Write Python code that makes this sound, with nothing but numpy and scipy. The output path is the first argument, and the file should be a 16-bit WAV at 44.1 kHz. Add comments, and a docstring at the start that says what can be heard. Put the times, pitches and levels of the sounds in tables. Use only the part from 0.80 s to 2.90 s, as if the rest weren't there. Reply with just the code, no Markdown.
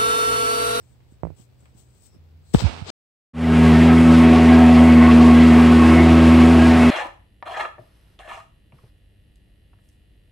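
"""A quiet room, where a cat walks along a phone. Its fur whispers over the left microphone port,
and something knocks softly on the case and bounces. Then the cat bumps into the phone: its coat
scrapes across the left port, the right port and the left again, pushing in puffs of air that
boom and briefly overload the microphones. Paw steps, floor scuffs and a low hum lie behind."""
import sys
import numpy as np
from scipy import signal
from scipy.fft import rfft, irfft
from scipy.io import wavfile

SR = 44100
rng = np.random.default_rng(int(sys.argv[2]) if len(sys.argv) > 2 else 0)


def bounce(signal):
    """Save signal as a 16-bit WAV file at the path given by the first command-line argument."""
    frames = np.transpose(np.atleast_2d(signal))
    limited = np.clip(frames, -1, 1)
    pcm = np.round(limited * 32767).astype(np.int16)
    wavfile.write(sys.argv[1], SR, pcm)


N = 92786
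T, FREQS = np.arange(N) / SR, np.fft.rfftfreq(N, 1 / SR)


# coat pressed on the ports (time [s], left level [dB], right level [dB])
COAT_LEVELS = [(1.64, -70.5, -69.5), (1.731, -63, -68), (1.739, -32.5, -67), (1.752, -33.5, -30),
               (1.778, -36, -38), (1.803, -25, -36), (1.83, -35.5, -34), (1.87, -37.5, -27.5),
               (1.9, -44.5, -31.5), (1.96, -47, -36.5), (2.0, -46.5, -36), (2.035, -54, -46),
               (2.06, -42.5, -46), (2.1, -28, -37.5)]
# case rumbling as the cat leans on it (time [s], level [dB])
RUMBLE_LEVELS = [(1.68, -63), (1.75, -20.5), (1.87, -27.5), (1.94, -33), (2.1, -42)]
# spectra of the scrape at each port and of the rumble (frequency [Hz], gain [dB])
LEFT_SPECTRUM = [(250, -1.5), (450, 9.5), (650, 1.5), (950, 1.5), (1800, -4), (3000, -0.5), (4800, -0.5),
                 (6600, -10), (8000, -8.5), (9200, -25.5), (10200, -57), (12500, -36.5), (15500, -42)]
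RIGHT_SPECTRUM = [(250, 4.5), (500, -4), (730, 2), (810, 0.5), (890, 1.5), (1050, -3), (1400, -3),
                  (1900, -9), (2500, -4), (2950, -7.5), (3400, -8.5), (4200, -10.5), (5500, -16.5),
                  (7000, -25.5), (8300, -21), (9400, -31.5), (10200, -56), (15500, -43)]
RUMBLE_SPECTRUM = [(40, 18), (90, -7), (160, 0), (300, -23), (700, -71), (2000, -60)]

def coat_scrape():
    """Sliding friction: the pressed coat scratches each port separately and makes the case rumble."""
    rumble = envelope(RUMBLE_LEVELS) * stereo_noise(RUMBLE_SPECTRUM)
    left = envelope(COAT_LEVELS, column=1) * hair_friction(LEFT_SPECTRUM)
    right = envelope(COAT_LEVELS, column=2) * hair_friction(RIGHT_SPECTRUM)
    return np.array([left, right]) + rumble


def hair_friction(spectrum, flicks_per_s=5000, flick_share=0.4, spread_db=0.5, flutter_db=1.7):
    """Shot noise: hairs flick over a port's edge in clumps, above a smooth sliding hiss."""
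    flicks = (rng.random(N) < flicks_per_s / SR) * rng.choice([-1, 1], N)
    strength = amp(spread_db * np.minimum(rng.exponential(1, N), 5))
    hiss = rng.standard_normal(N)
    drive = np.sqrt(flick_share) * unit(flicks * strength) + np.sqrt(1 - flick_share) * hiss
    clumping = amp(flutter_db * wander(rate_hz=270))
    return colour(drive * clumping, spectrum)


# air pushed into the ports (time [s], half width [ms], left level [dB], right level [dB])
PUFFS = [(.323, 1.04, -56, -37), (0.599, 1.29, -53, -35.5), (0.95, 1.37, -49, -39.5),
         (1.364, 1.3, -60, -37.5), (1.7419, 0.78, -7, -50), (1.7471, 1.074, 7, -55), (1.7487, 0.67, -29, 3),
         (1.752, 4.3, -7.5, -5), (1.8227, 1.8, -36, -13), (1.8321, 1.45, -43, -18),
         (1.8396, 1.9, -30, -3.5), (1.8505, 3.14, -28, -1), (2.0198, 1.9, -51, -17)]

def air_puffs(backflow_share=0.63, lag_half_widths=1.69):
    """Compression and release: a touch traps air in a port and lets it go, a bipolar pressure pulse."""
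    out = np.zeros((2, N))
    for time, half_width_ms, left_db, right_db in PUFFS:
        half_widths = (T - time) * 1000 / half_width_ms
        push = np.exp(-half_widths ** 2)
        backflow = backflow_share * np.exp(-(half_widths - lag_half_widths) ** 2)
        out += amp([[left_db], [right_db]]) * (backflow - push)
    return out


# the body landing on the phone (time [s], left level [dB], right level [dB])
BUMP = (1.7462, -18, -16.5)
# spectrum of crushed hair (frequency [Hz], gain [dB])
CRUSH_SPECTRUM = [(150, -27.5), (350, -17), (700, 6.5), (1200, 6), (2000, -7.5), (3500, 1.5), (5000, -29),
                  (8000, -21), (11000, -61), (15500, -41)]

def bump_crack(decay_s=.0017):
    """Impact transient: hair crushed against the case gives a burst of noise."""
    time, left_db, right_db = BUMP
    noise = [amp(db) * colour(rng.standard_normal(N), CRUSH_SPECTRUM) for db in (left_db, right_db)]
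    return decays([(time, 0)], decay_s) * np.array(noise)


# a knock and its bounces (time [s], relative level [dB], force rise time [ms])
BOUNCES = [(.4339, -17.5, .13), (.4516, -21.5, .17), (.4696, -25, .24), (.5032, -30.5, .3)]
# modes of the case (frequency [Hz], gain [dB], time to fall 60 dB [s])
CASE_MODES = [(88.4, -3, 0.16), (157, 1, 0.072), (340, 1.5, 0.011), (612, 10, 0.008), (930, 0, 0.0098),
              (1970, -8.5, .006)]
# spectrum of the scuff at each contact (frequency [Hz], gain [dB])
SCUFF_SPECTRUM = [(100, 6), (300, 18.5), (600, 5.5), (1200, -7), (2300, -6.5), (3200, -19), (4500, -20),
                  (7000, -28), (15000, -38)]

def case_knock(scuff_db=-27.5):
    """Damped modal vibration: ever softer contacts ring and scuff the case next to the right port."""
    blows = np.zeros(N)
    for time, db, rise_ms in BOUNCES:
        rise_times = T[:SR // 100] * 1000 / rise_ms
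        force = rise_times * np.exp(-rise_times)
        add(blows, time, amp(db) * force / force.sum())
    t = T[:SR // 3]
    ring = sum(amp(db - 60 * t / t60) * np.sin(2 * np.pi * hz * t) for hz, db, t60 in CASE_MODES)
    body = signal.fftconvolve(blows, ring)[:N]
    scuff = amp(scuff_db) * decays(BOUNCES, decay_s=0.03) * stereo_noise(SCUFF_SPECTRUM)
    return body * amp([[-28], [0]]) + scuff * amp([[-6], [0]])  # both weaker on the left


# light brushing at the left port (time [s], level [dB])
BRUSH_LEVELS = [(0, -69), (.03, -67.5), (.12, -65.5), (.19, -80), (.275, -79.5), (.322, -63.5), (.39, -83),
                (.45, -71), (.538, -81), (.572, -61), (.602, -55.5), (.64, -58), (.68, -80), (.765, -80),
                (.8, -65), (.85, -67), (.935, -75), (.986, -53), (1.068, -67), (1.2, -61), (1.268, -51),
                (1.315, -72), (1.345, -68), (1.4, -97), (1.61, -84), (1.665, -64), (1.731, -56.5),
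                (1.739, -33.5), (1.77, -42.5), (1.81, -39), (1.88, -68)]
# firmer strokes there (time [s], half width [s], level [dB])
FIRM_STROKES = [(.605, 0.026, -62), (.995, 0.031, -66), (1.165, .03, -74), (1.258, 0.026, -77),
                (1.715, 0.035, -74)]
# spectra of light and firm contact (frequency [Hz], gain [dB])
BRUSH_SPECTRUM = [(1500, -28), (3000, -18), (4600, -11.5), (6500, -11), (7300, -7), (7850, 3.5), (8300, -3),
                  (8900, -7.5), (10300, -26.5), (12500, -21), (15000, -14.5)]
SWISH_SPECTRUM = [(800, -2), (1800, -14), (3000, 8), (4600, -2), (6400, 4), (9000, -4.5), (10300, -28),
                  (13000, -8), (15500, -17)]

def fur_brush(right_leak_db=-12):
    """Resonance: hair tips excite a narrow peak of the left port; firm strokes add a broad swish."""
    light, firm = envelope(BRUSH_LEVELS), swells(FIRM_STROKES)
    ports = [light * hair_friction(BRUSH_SPECTRUM) + firm * hair_friction(SWISH_SPECTRUM)
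             for _ in range(2)]
    return amp([[0], [right_leak_db]]) * np.array(ports)


# thin squeaks (time [s], half width [s], frequency [Hz], left level [dB], right level [dB])
HAIR_SQUEAKS = [(.005, 0.017, 5350, -67, -73), (1.275, 0.05, 5450, -72, -77),
                (1.349, .02, 5300, -68.5, -78), (1.7, 0.038, 4200, -78, -68.5),
                (1.879, 0.0094, 2500, -45, -47)]

def hair_squeaks(half_band_hz=340):
    """Narrow-band friction noise: hair sliding on the case gives fuzzy whistles."""
    out = np.zeros((2, N))
    hiss_spectrum = rfft(rng.standard_normal((2, N)))
    for time, half_width, hz, left_db, right_db in HAIR_SQUEAKS:
        band = np.exp(-((FREQS - hz) / half_band_hz) ** 2)
        whistle = unit(irfft(hiss_spectrum * band, N))
        out += amp([[left_db], [right_db]]) * swells([(time, half_width, 0)]) * whistle
    return out


# paws landing on the floor (time [s], half width [s], level [dB])
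PAW_FALLS = [(.6, 0.015, -53), (.83, 0.01, -51), (.975, 0.027, -57.5), (1.35, 0.0092, -48)]
# spectrum of a step (frequency [Hz], gain [dB])
PAW_SPECTRUM = [(50, -2), (90, 4.5), (200, -9), (450, -13.5), (900, -22.5), (2000, -38), (6000, -45)]

def paw_steps():
    """Cushioned impact: a soft paw loads the floor slowly, so low frequencies dominate."""
    return swells(PAW_FALLS) * stereo_noise(PAW_SPECTRUM)


# faint scuffs on the floor (time [s], level [dB])
FLOOR_SCUFFS = [(.204, -62), (.856, -54)]
# their spectrum (frequency [Hz], gain [dB])
FLOOR_SPECTRUM = [(300, -5), (600, 1), (1050, 6), (1500, -3), (2500, -1), (3500, -11), (6000, -25),
                  (12000, -36)]

def floor_scuffs(direct_decay_s=0.0025, room_decay_s=0.036, room_db=-8):
    """Reverberation: a short room tail follows each small scuff on the wooden floor."""
    direct = decays(FLOOR_SCUFFS, direct_decay_s)
    tail = amp(room_db) * decays(FLOOR_SCUFFS, room_decay_s)
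    return (direct + tail) * stereo_noise(FLOOR_SPECTRUM)


# spectrum of the room's air noise (frequency [Hz], gain [dB])
AIR_SPECTRUM = [(30, -11), (60, 11), (100, 1), (180, -8.5), (300, -13.5), (550, -18), (1100, -29),
                (2500, -32.5), (5000, -41), (10000, -45), (15500, -37.5)]
# low hum (start [s], end [s], frequency [Hz], level [dB])
HUM_TONES = [(-.1, 1.16, 123, -59), (1.36, 1.9, 82.7, -51.5), (1.36, 1.9, 146, -60),
             (1.891, 2.2, 88, -44.5), (1.89, 2.2, 144, -53)]

def room_tone(air_db=-53.5, coherence=0.35, waver_hz=1.95, waver_db=1.0, fade_s=0.038):
    """Ambient noise: dull air noise, partly coherent between the ports, and a wavering low hum."""
    shared, left, right = rng.standard_normal((3, N))
    air = np.sqrt(coherence) * shared + np.sqrt(1 - coherence) * np.array([left, right])
    out = amp(air_db) * colour(air, AIR_SPECTRUM)
    for start, end, hz, db in HUM_TONES:
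        gate = np.clip(np.minimum(T - start, end - T) / fade_s, 0, 1)
        amplitude = np.sqrt(2) * amp(db + waver_db * wander(rate_hz=8))
        phase = 2 * np.pi * np.cumsum(hz + waver_hz * wander(rate_hz=11.2)) / SR
        out += gate * amplitude * np.sin(phase)
    return out


def amp(db):
    """Decibels to amplitude gain."""
    return 10 ** (np.asarray(db) / 20)


def unit(x):
    """Normalisation to rms 1."""
    return x / np.sqrt(np.mean(x ** 2) + 1e-20)


def add(mix, time, sound):
    """Superposition of a sound on the mix, from a time in seconds."""
    part = mix[..., max(round(time * SR), 0):][..., :sound.shape[-1]]
    part += sound[..., :part.shape[-1]]


def colour(x, spectrum):
    """Spectral shaping of x, at rms 1."""
    hz, db = np.transpose(spectrum)
    gain = amp(np.interp(np.log(FREQS + 1), np.log(hz), db))
    return unit(irfft(rfft(x) * gain, N))


def stereo_noise(spectrum):
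    """Incoherent coloured noise at the two ports, at rms 1."""
    return colour(rng.standard_normal((2, N)), spectrum)


def wander(rate_hz):
    """Random modulation: low-passed noise at rms 1."""
    return unit(irfft(rfft(rng.standard_normal(N)) / (1 + (FREQS / rate_hz) ** 4), N))


def envelope(curve, column=1):
    """Gain interpolated along a decibel curve."""
    points = np.transpose(curve)
    return amp(np.interp(T, points[0], points[column]))


def swells(events):
    """Gaussian envelopes; each half width is one standard deviation."""
    return sum(amp(db) * np.exp(-((T - time) / half_width) ** 2 / 2) for time, half_width, db in events)


def decays(events, decay_s):
    """Exponential decay: the gain jumps at each event and dies away."""
    return sum(amp(db) * (T >= time) * np.exp(-np.abs(T - time) / decay_s) for time, db, *_ in events)


def scene():
    """Superposition: all sources add at the two ports."""
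    fur = fur_brush() + hair_squeaks() + coat_scrape()
    impacts = bump_crack() + air_puffs() + case_knock()
    return fur + impacts + paw_steps() + floor_scuffs() + room_tone()


def record(dry, low_cut_hz=62, band_edge_hz=15780, fade_out_s=.002):
    """Filter ringing: a steep low cut turns each puff into a short boom; clipping; band limiting."""
    high_pass = signal.butter(N=7, Wn=low_cut_hz, btype="high", fs=SR, output="sos")
    low_pass = signal.firwin(1023, band_edge_hz, window=("kaiser", 9), fs=SR)
    clipped = np.clip(signal.sosfilt(high_pass, dry), -1, 1)
    fade = np.minimum((T[-1] - T) / fade_out_s, 1)
    return signal.oaconvolve(fade * clipped, low_pass[None], "same")


dry = scene()
out = record(dry)
bounce(out)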